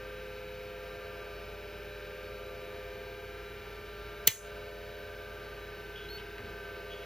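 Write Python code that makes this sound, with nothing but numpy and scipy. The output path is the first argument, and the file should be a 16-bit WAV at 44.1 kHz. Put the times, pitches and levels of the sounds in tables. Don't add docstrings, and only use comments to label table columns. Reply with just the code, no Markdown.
import sys
import numpy as np
from scipy import signal
from scipy.fft import rfft, irfft, next_fast_len
from scipy.io import wavfile
from scipy.ndimage import uniform_filter1d, map_coordinates

SR = 44100
rng = np.random.default_rng(int(sys.argv[2]) if len(sys.argv) > 2 else 0)


def log_audio(samples):
    frames = np.atleast_2d(samples).T
    limited = np.clip(frames, -1, 1)
    pcm = np.round(limited * 32767).astype(np.int16)
    wavfile.write(sys.argv[1], SR, pcm)


N = 310903

# f/Hz, level/dB
SCRAPE_COLOUR = [(1500, -15), (2400, -6), (3000, 1), (3300, 0), (3700, -9), (4500, -11), (5700, -24),
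                 (6300, -21), (7000, -21), (12000, -28)]


def amp(db):
    return 10 ** (np.asarray(db) / 20)


def unit(x):
    return x / np.sqrt(np.mean(x ** 2) + 1e-20)


def clock():
    return np.arange(N) / SR


def along(points, hz):
    freqs, values = np.transpose(points)
    return np.interp(np.log(hz + 1), np.log(freqs + 1), values)


def swell(points):
    return amp(np.interp(clock(), *np.transpose(points)))


def wobble(rate):
    values = rng.standard_normal(int(N * rate / SR) + 4)
    steps = np.arange(0, N * rate / SR + 1, 1 / 10)
    return np.interp(clock() * rate, steps, map_coordinates(values, [steps]))


def filtered(x, response):
    size = next_fast_len(x.shape[-1] + SR // 4)
    hz = np.fft.rfftfreq(size, 1 / SR)
    return irfft(rfft(x, size) * response(hz), size)[..., :x.shape[-1]]


def noise(gain):
    return filtered(rng.standard_normal(N), gain) * np.sqrt(SR / 2)


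def tone(progress, rate):
    return np.sqrt(2) * np.cos(2 * np.pi * (rate * progress + rng.random()))


def motor(spin_time, shaft_hz=51.79, other_db=0.55, waver_db=0.5):
    # multiple of the shaft speed, level/dB
    harmonics = [(1, -54), (8, -49.8), (16, -72.5), (24, -74)]
    # f/Hz, level/dB
    other_tones = [(87.1, -60.5), (112.5, -65), (119.9, -69), (207.1, -68), (239.9, -72), (427.6, -67),
                   (450.5, -61.5), (563.2, -72), (1238.7, -70), (2245.5, -65), (2825.2, -68), (1334.6, -75),
                   (1455.5, -75), (1488.7, -77), (1507, -75), (1801.5, -76)]
    tones = [(k * shaft_hz, db) for k, db in harmonics]
    tones += [(hz, db + other_db) for hz, db in other_tones]
    return sum(amp(db + waver_db * wobble(1.63)) * tone(spin_time, hz) for hz, db in tones)


def flaw(spin_time, rate_hz, level_db, count, twin=None, size=4096):
    k = np.arange(1, count + 1)
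    harmonics = amp(level_db(k * rate_hz)) * np.exp(2j * np.pi * rng.random(count))
    cycle = np.fft.ifft(np.r_[0, harmonics], size) * size * np.sqrt(2)
    repeat = lambda turns: np.interp(turns % 1 * size, np.arange(size + 1), np.r_[cycle, cycle[0]])
    bumps = rate_hz * spin_time
    if twin is None:
        return repeat(bumps)
    faster_hz, quietest_s, share = twin
    twin_bumps = bumps + faster_hz * (spin_time - quietest_s)
    return (repeat(bumps) - share * repeat(twin_bumps)) / np.hypot(1, share)


def frame_gain(hz):
    # f/Hz, width/Hz, level/dB
    resonances = [(2280, 150, 7.5), (3000, 120, -1), (3580, 140, 3.5), (3900, 130, 10.5), (4470, 100, 6),
                  (5080, 150, 9)]
    return amp(sum(db / (1 + (2 * (hz - centre) / width) ** 2) for centre, width, db in resonances))


def bearings(spin_time, pass_hz=198.0, oval_hz=337.85, ball_hz=171.15, cage_hz=18.8):
    # f/Hz, level/dB
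    track_levels = [(198, -97), (396, -58), (594, -56.5), (792, -70.5), (990, -72), (1188, -62.5),
                    (1386, -69.5), (1584, -59), (1783, -65), (2000, -81), (4500, -81)]
    oval_levels = [(338, -68.5), (676, -64), (1013, -89), (1351, -68.5), (1689, -75)]
    ball_levels = [(171, -70), (342, -66.5), (685, -60), (856, -77), (1027, -92), (1198, -66.5),
                   (1369, -64), (1883, -69), (2400, -78.5), (5000, -81.5)]
    # extra rate/Hz, quietest t/s, share from 0 to 1
    track_twin = (0.1172, 0.48, 0.93)
    oval_twin = (0.34, 1.98, 0.5)
    ball_twin = (0.131, 3.88, 0.65)
    tumbling = [3, 8, 9]
    # t/s, level/dB
    drone = [(0.0, -51), (0.59, -49), (1.1, -52), (1.7, -59.5), (2.2, -52), (2.9, -50.5), (3.5, -56.5),
             (4.0, -71), (4.6, -56), (5.1, -56), (5.7, -59.5), (6.15, -69), (6.5, -59), (7.05, -54)]
    low_whine = [(0, -65), (1.2, -60), (1.5, -64), (2.5, -61), (2.95, -76), (3.4, -60), (3.65, -63),
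                 (4.1, -55.5), (4.6, -67), (5.9, -67), (6.7, -63), (7.05, -74)]
    whine = [
        [(0.15, -59), (0.75, -75), (1.2, -56.5), (1.7, -61), (2.0, -60), (2.45, -68), (3.05, -65), (3.4, -61),
         (4.2, -64)],
        [(4.5, -56), (4.85, -60), (5.1, -55), (5.5, -58), (5.95, -51), (6.3, -56), (6.68, -48.5), (7.0, -56.5)],
    ]
    # f/Hz, level/dB
    side_levels = [(171, -82), (400, -70), (1030, -78.5), (1370, -71.5), (1540, -62), (1750, -72),
                   (2200, -80), (2400, -65.5), (2570, -62.5), (2740, -76), (2900, -69.5), (3080, -70),
                   (3400, -87), (5130, -88.5)]
    upper_change = [(500, -0.5), (1550, -0.5), (2400, -9.5), (3000, -0.5)]
    side_swells = { (9, -1): [(0, -74), (.3, -64), (.7, -77), (1.2, -71), (1.7, -62), (2.3, -66),
                   (2.8, -66), (3.35, -72), (3.9, -62), (5.4, -59), (6.1, -63), (6.6, -72), (7.05, -70)],
                   (9, 1): [(0, -57.5), (.8, -62.5), (1.35, -63), (1.55, -64), (1.95, -74), (2.3, -62),
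                   (4.0, -64), (4.6, -67), (5.05, -75), (5.6, -63), (6.1, -72), (6.4, -75), (6.75, -63),
                   (7.05, -60)], (14, -1): [(0, -61), (1.5, -60), (3.2, -58.5), (5.2, -66), (7.05, -72)],
                   (15, -1): [(0, -60.5), (1.4, -61), (3, -65.5), (4, -75), (5.3, -65), (6.5, -62)], }

    def mute_db(multiples, hz):
        return np.where(np.isin(np.rint(hz / ball_hz), multiples), -np.inf, 0)

    def side_db(hz, side):
        swelling = [k for k, its_side in side_swells if its_side == side]
        return along(side_levels, hz) + 20 * np.log10(frame_gain(hz)) + mute_db(swelling, hz)

    track = flaw(spin_time, pass_hz, lambda hz: along(track_levels, hz), count=23, twin=track_twin)
    oval = flaw(spin_time, oval_hz, lambda hz: along(oval_levels, hz), count=5, twin=oval_twin)
    ball_db = lambda hz: along(ball_levels, hz) + mute_db(tumbling, hz)
    ball = flaw(spin_time, ball_hz, ball_db, count=26, twin=ball_twin)
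    cage = np.exp(2j * np.pi * cage_hz * spin_time)
    below = flaw(spin_time, ball_hz, lambda hz: side_db(hz, -1), count=28) * cage.conj()
    above = flaw(spin_time, ball_hz, lambda hz: side_db(hz, 1) + along(upper_change, hz), count=28) * cage
    out = np.real(track + oval + ball + below + above)
    for k, points, db in zip(tumbling, [drone, low_whine, np.vstack(whine)], [2.0, -0.4, -0.4]):
        out += amp(db) * swell(points) * tone(spin_time, k * ball_hz)
    for (k, side), points in side_swells.items():
        out += swell(points) * tone(spin_time, k * ball_hz + side * cage_hz)
    return out


def whistles(spin_time, pairs_db=1.0, twin_share=0.45, burst_hz=5114):
    # f/Hz, level/dB, beat rate/Hz
    thin_tones = [(2073, -69.5, .3), (2126, -74.5, .5), (2227, -70, 1.9), (2293, -73.5, .7),
                  (2756, -72, .4), (3370, -79, .6), (3580, -76, 1.3), (3612, -75, .9), (3712, -76, 1.5),
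                  (3747, -74, 2.3), (3912, -73, 5.1), (3919, -71, 2.7), (4037, -78, 2), (4437, -77, 3.1),
                  (4447, -76, 2.2), (4603, -80, 1.2), (4899, -79, .4), (5076, -80, .2), (5276, -83, .5)]
    # t/s, level/dB
    bursts = [(0, -80), (.3, -75), (.55, -80), (.9, -73), (1.45, -71), (1.8, -74), (3.4, -82), (3.9, -77),
              (5.5, -84), (6.3, -75), (7.05, -80)]
    pairs = sum(amp(db) * (tone(spin_time, hz) + twin_share * tone(spin_time, hz + beat_hz))
                for hz, db, beat_hz in thin_tones)
    return amp(pairs_db) * pairs / np.hypot(1, twin_share) + swell(bursts) * tone(spin_time, burst_hz)


def whir(spin_time, low_hz=300, high_hz=7400, count=700, scatter_db=9.0):
    # f/Hz, level/dB
    colour = [(300, -112), (550, -101), (750, -100), (900, -88), (1100, -96.5), (1400, -93.5),
              (1900, -96.5), (2400, -95.5), (3050, -93), (3400, -100), (4200, -102), (5400, -105),
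              (7000, -107)]
    size = next_fast_len(N + SR)
    grid_hz = np.fft.rfftfreq(size, 1 / SR)
    spacing = (high_hz - low_hz) / count
    hz = low_hz + spacing * (np.arange(count) + rng.random(count))
    strength = amp(scatter_db * np.clip(rng.standard_normal(count), -2, 2))
    strength /= np.sqrt(uniform_filter1d(strength ** 2, size=15))
    spectrum = np.zeros(len(grid_hz))
    spectrum[np.searchsorted(grid_hz, hz)] = strength * amp(along(colour, hz)) * frame_gain(hz)
    phases = np.exp(2j * np.pi * rng.random(len(grid_hz)))
    wave = irfft(spectrum * phases, size) * size * np.sqrt(spacing / 2)
    return map_coordinates(wave, [spin_time * SR], mode="wrap")


def air_and_hiss(flutter_db=1.0, top_hz=6000):
    # f/Hz, level/dB
    air_colour = [(20, -97), (45, -77.5), (90, -80.5), (160, -82), (260, -90), (420, -82), (740, -94.5),
                  (930, -87), (1080, -96), (1550, -94.5), (2000, -96.5), (2450, -94), (3200, -101),
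                  (3900, -103), (5600, -106)]
    hiss_colour = [(3000, -116), (6300, -106.5), (7600, -109), (9000, -108), (10500, -105.5),
                   (12100, -100.5), (13200, -105.5), (14300, -103), (15700, -108.5)]
    air = noise(lambda hz: amp(along(air_colour, hz)) / np.sqrt(1 + (hz / top_hz) ** 10))
    air *= amp(flutter_db * wobble(14))
    return air + noise(lambda hz: amp(along(hiss_colour, hz)))


def burst(t, t60):
    spectrum = rfft(amp(-60 * t / t60) * rng.standard_normal(len(t)))
    strength = np.abs(spectrum)
    even = irfft(spectrum / strength, len(t)) * np.sqrt(np.mean(strength ** 2))
    return even * (t < t60)


def strikes(contacts, low_cut_hz, split_hz=11500, ring_db=-3.0, bright_db=2, vary_db=1.5):
    # f/Hz, level/dB, t60/s
    steel = [(1750, -18, .035), (2060, -14, .025), (2379, -20, .085), (2720, -16.5, .025), (3050, -21, .04),
             (3284, -29, .11), (3677, -19, .045), (3919, -16, .02), (4387, -11, .012), (5448, -27, .08),
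             (6300, -8, .006), (6621, -36, .16), (7628, -37, .14)]
    # f/Hz, level/dB
    crack_colour = [(500, 0), (900, 1), (1250, -3), (2000, 1), (3000, 2), (4400, 4), (5000, -7), (5850, -5),
                    (6350, 5), (7000, 3), (7600, 0), (9000, 2), (11000, -2), (12500, -3), (13700, 5),
                    (15400, 6), (16500, 0)]
    crack_gain = lambda hz: amp(along(crack_colour, hz))
    low_share = lambda hz: 1 / (1 + (hz / split_hz) ** 20)
    out, t = np.zeros(N + SR), np.arange(SR // 3) / SR
    for start, db, low_hz, high_hz in contacts:
        ring = np.zeros(len(t))
        for k, (ring_hz, level, t60) in enumerate(steel):
            fade = amp(level + rng.normal(0, vary_db) - 60 * t / t60)
            ring += (-1) ** k * fade * np.sin(2 * np.pi * ring_hz * t)
        body = filtered(burst(t, t60=0.015), lambda hz: crack_gain(hz) * np.sqrt(low_share(hz)))
        bright = filtered(burst(t, t60=0.012), lambda hz: crack_gain(hz) * np.sqrt(1 - low_share(hz)))
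        hit = amp(ring_db) * ring + body + amp(bright_db) * bright
        blow = filtered(hit, lambda hz: 1j * hz / (low_hz + 1j * hz) / (1 + (hz / high_hz) ** 4))
        out[round(start * SR):][:len(blow)] += amp(db) * blow
    low_cut = signal.butter(3, low_cut_hz, "highpass", fs=SR, output="sos")
    return signal.sosfilt(low_cut, out[:N])


def latch():
    # t/s, level/dB, lowest f/Hz, highest f/Hz
    contacts = [(4.2712, -24, 5000, 19000), (4.2736, 5.5, 12000, 30000), (4.2743, 6, 8000, 24000),
                (4.2759, 9, 2040, 14500), (4.2779, -5, 1200, 3800), (4.2793, -6, 3000, 10000),
                (4.2825, -1, 2000, 4500), (4.2862, -10, 1800, 4800), (4.289, -11, 2000, 5000)]
    return strikes(contacts, low_cut_hz=1440)


def frame_thuds(attack_s=0.0016):
    # t/s, level/dB, f/Hz, t60/s
    thuds = [(4.277, -14, 135, 0.044), (4.281, -21, 94, .08), (4.276, -20, 286, 0.039),
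             (4.275, -6, 460, 0.018), (4.276, -33, 680, 0.087), (4.276, -27, 910, 0.064),
             (6.445, -40, 77, 0.21)]
    out = np.zeros(N)
    for start, db, hz, t60 in thuds:
        t = np.maximum(clock() - start, 0)
        out += amp(db - 60 * t / t60) * np.sin(2 * np.pi * hz * t) * (1 - np.exp(-t / attack_s))
    return out


def room(x, build_s=0.0039):
    # f/Hz, t60/s
    fade_times = [(200, 0.29), (1000, .26), (2500, 0.17), (4200, .17), (6500, 0.28), (9000, .28),
                  (12000, .22), (15000, 0.17)]
    # f/Hz, level/dB
    colour = [(200, -3.5), (1000, 4), (1700, 5), (2600, 3), (5200, 1.5), (6400, -1.5), (7500, -3),
              (10000, -1.5), (13500, -2), (15500, -7)]
    freqs, t, spectra = signal.stft(rng.standard_normal(SR // 2), SR, nperseg=256)
    fade = amp(-60 * t / along(fade_times, freqs)[:, None])
    tail = signal.istft(spectra * fade * (1 - np.exp(-t / build_s)), SR, nperseg=256)[1]
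    echo = signal.fftconvolve(x, tail / np.linalg.norm(tail))[:N]
    return filtered(echo, lambda hz: amp(along(colour, hz)))


def stepper(edge_s=0.008, scrape_db=-7, uneven_db=2.5, fade_db_per_s=60):
    # start t/s, end t/s, start rate/Hz, end rate/Hz, level/dB
    runs = [(5.953, 6.072, 164.6, 166.5, -54), (6.897, 7.05, 164.6, 166.8, -55)]
    # multiple of the step rate, level/dB
    harmonics = [(14, -11), (15, -10), (16, -8), (17, -8), (18, -3), (19, -8), (20, 2), (21, -12),
                 (22, -10), (27, -15), (29, -19), (38, -18)]
    out, t = np.zeros(N), clock()
    scrape = unit(noise(lambda hz: amp(along(SCRAPE_COLOUR, hz))))
    for start, end, from_hz, to_hz, db in runs:
        steps = np.cumsum(np.interp(t, [start, end], [from_hz, to_hz])) / SR
        uneven = amp(uneven_db * wobble(from_hz))
        buzz = uneven * sum(amp(level) * tone(steps, k) for k, level in harmonics)
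        rasp = scrape * (1 + 0.5 * np.cos(2 * np.pi * steps))
        fade = amp(-fade_db_per_s * np.maximum(t - start, 0))
        running = np.clip(np.minimum(t - start, end - t) / edge_s, 0, 1)
        out += amp(db) * running * (fade * buzz + amp(scrape_db) * rasp)
    return out


def carriage_squeak(edge_s=0.0062, third_harmonic_db=-14, pitch_jitter=0.0037, flicker_db=2.2):
    # start t/s, end t/s, start f/Hz, end f/Hz, squeak level/dB, scrape level/dB
    slides = [(6.083, 6.097, 3780, 4300, -55, -59), (6.095, 6.181, 4290, 4440, -47.5, -60),
              (6.172, 6.193, 2910, 2890, -52, -52), (6.188, 6.21, 3080, 3050, -58, -56)]
    out = np.zeros(N)
    scrape = unit(noise(lambda hz: amp(along(SCRAPE_COLOUR, hz))))
    waver = 1 + pitch_jitter * wobble(200)
    grip = amp(flicker_db * wobble(90))
    for start, end, from_hz, to_hz, squeak_db, scrape_db in slides:
        i = np.arange(round(start * SR), min(round(end * SR), N))
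        sliding = np.clip(np.minimum(i / SR - start, end - i / SR) / edge_s, 0, 1)
        phase = 2 * np.pi * np.cumsum(np.linspace(from_hz, to_hz, len(i)) * waver[i]) / SR
        squeak = np.sqrt(2) * (np.sin(phase) + amp(third_harmonic_db) * np.sin(3 * phase))
        out[i] += sliding * grip[i] * (amp(squeak_db) * squeak + amp(scrape_db) * scrape[i])
    return out


def carriage_ticks():
    # t/s, level/dB, lowest f/Hz, highest f/Hz
    knocks = [(6.1774, -35, 2500, 4000), (6.3829, -25, 600, 2200), (6.392, -30, 500, 2200),
              (6.404, -28, 150, 1200), (6.435, -34, 150, 900), (7.034, -34, 2500, 4200)]
    return strikes(knocks, low_cut_hz=260)


def shudder(start_s=6.385, attack_s=0.011, t60=0.67, level_db=-47, low_hz=60, top_hz=230):
    t = np.maximum(clock() - start_s, 0)
    rumble = unit(noise(lambda hz: hz / np.hypot(hz, low_hz) / (1 + (hz / top_hz) ** 4)))
    return amp(level_db - 60 * t / t60) * (1 - np.exp(-t / attack_s)) * rumble


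def scene(speed_jitter=0.00013, room_db=-15, air_spread_db=-18, echo_spread_db=-24, treble_hz=3000):
    # f/Hz, phase/radians
    left_lead = [(30, -0.2), (200, 0.39), (410, 0.05), (540, 0.27), (700, 1), (1200, 0.03), (4900, 0.73),
                 (5800, 0.6), (6800, -1.8), (7500, -1.7), (8650, -3.2), (10000, -4.5), (11500, -5),
                 (12300, -5.5), (12800, -6.5)]
    spin_time = clock() + np.cumsum(speed_jitter * wobble(7.2)) / SR
    moves = latch() + carriage_ticks() + frame_thuds() + shudder() + stepper() + carriage_squeak()
    spinning = motor(spin_time) + bearings(spin_time) + whistles(spin_time) + whir(spin_time)
    left = spinning + air_and_hiss() + moves + amp(room_db) * room(moves)
    right = filtered(left, lambda hz: np.exp(-1j * along(left_lead, hz)))
    spread = amp(air_spread_db) * air_and_hiss()
    spread += amp(echo_spread_db) * filtered(room(moves), lambda hz: 1j * hz / (treble_hz + 1j * hz))
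    return np.array([amp(-0.06) * left + spread, amp(-0.16) * right - spread])


def record(dry, limit_db=-10, recovery_db_per_s=85, top_hz=15850):
    power = np.abs(uniform_filter1d(np.mean(dry ** 2, axis=0), size=44))
    excess_db = np.maximum(10 * np.log10(power + 1e-12) - limit_db, 0)
    recovery_db = recovery_db_per_s * clock()
    cut_db = np.maximum.accumulate(excess_db + recovery_db) - recovery_db
    return filtered(dry * amp(-cut_db), lambda hz: (1 - np.tanh((hz - top_hz) / 130)) / 2)


dry = scene()
out = record(dry)
log_audio(out)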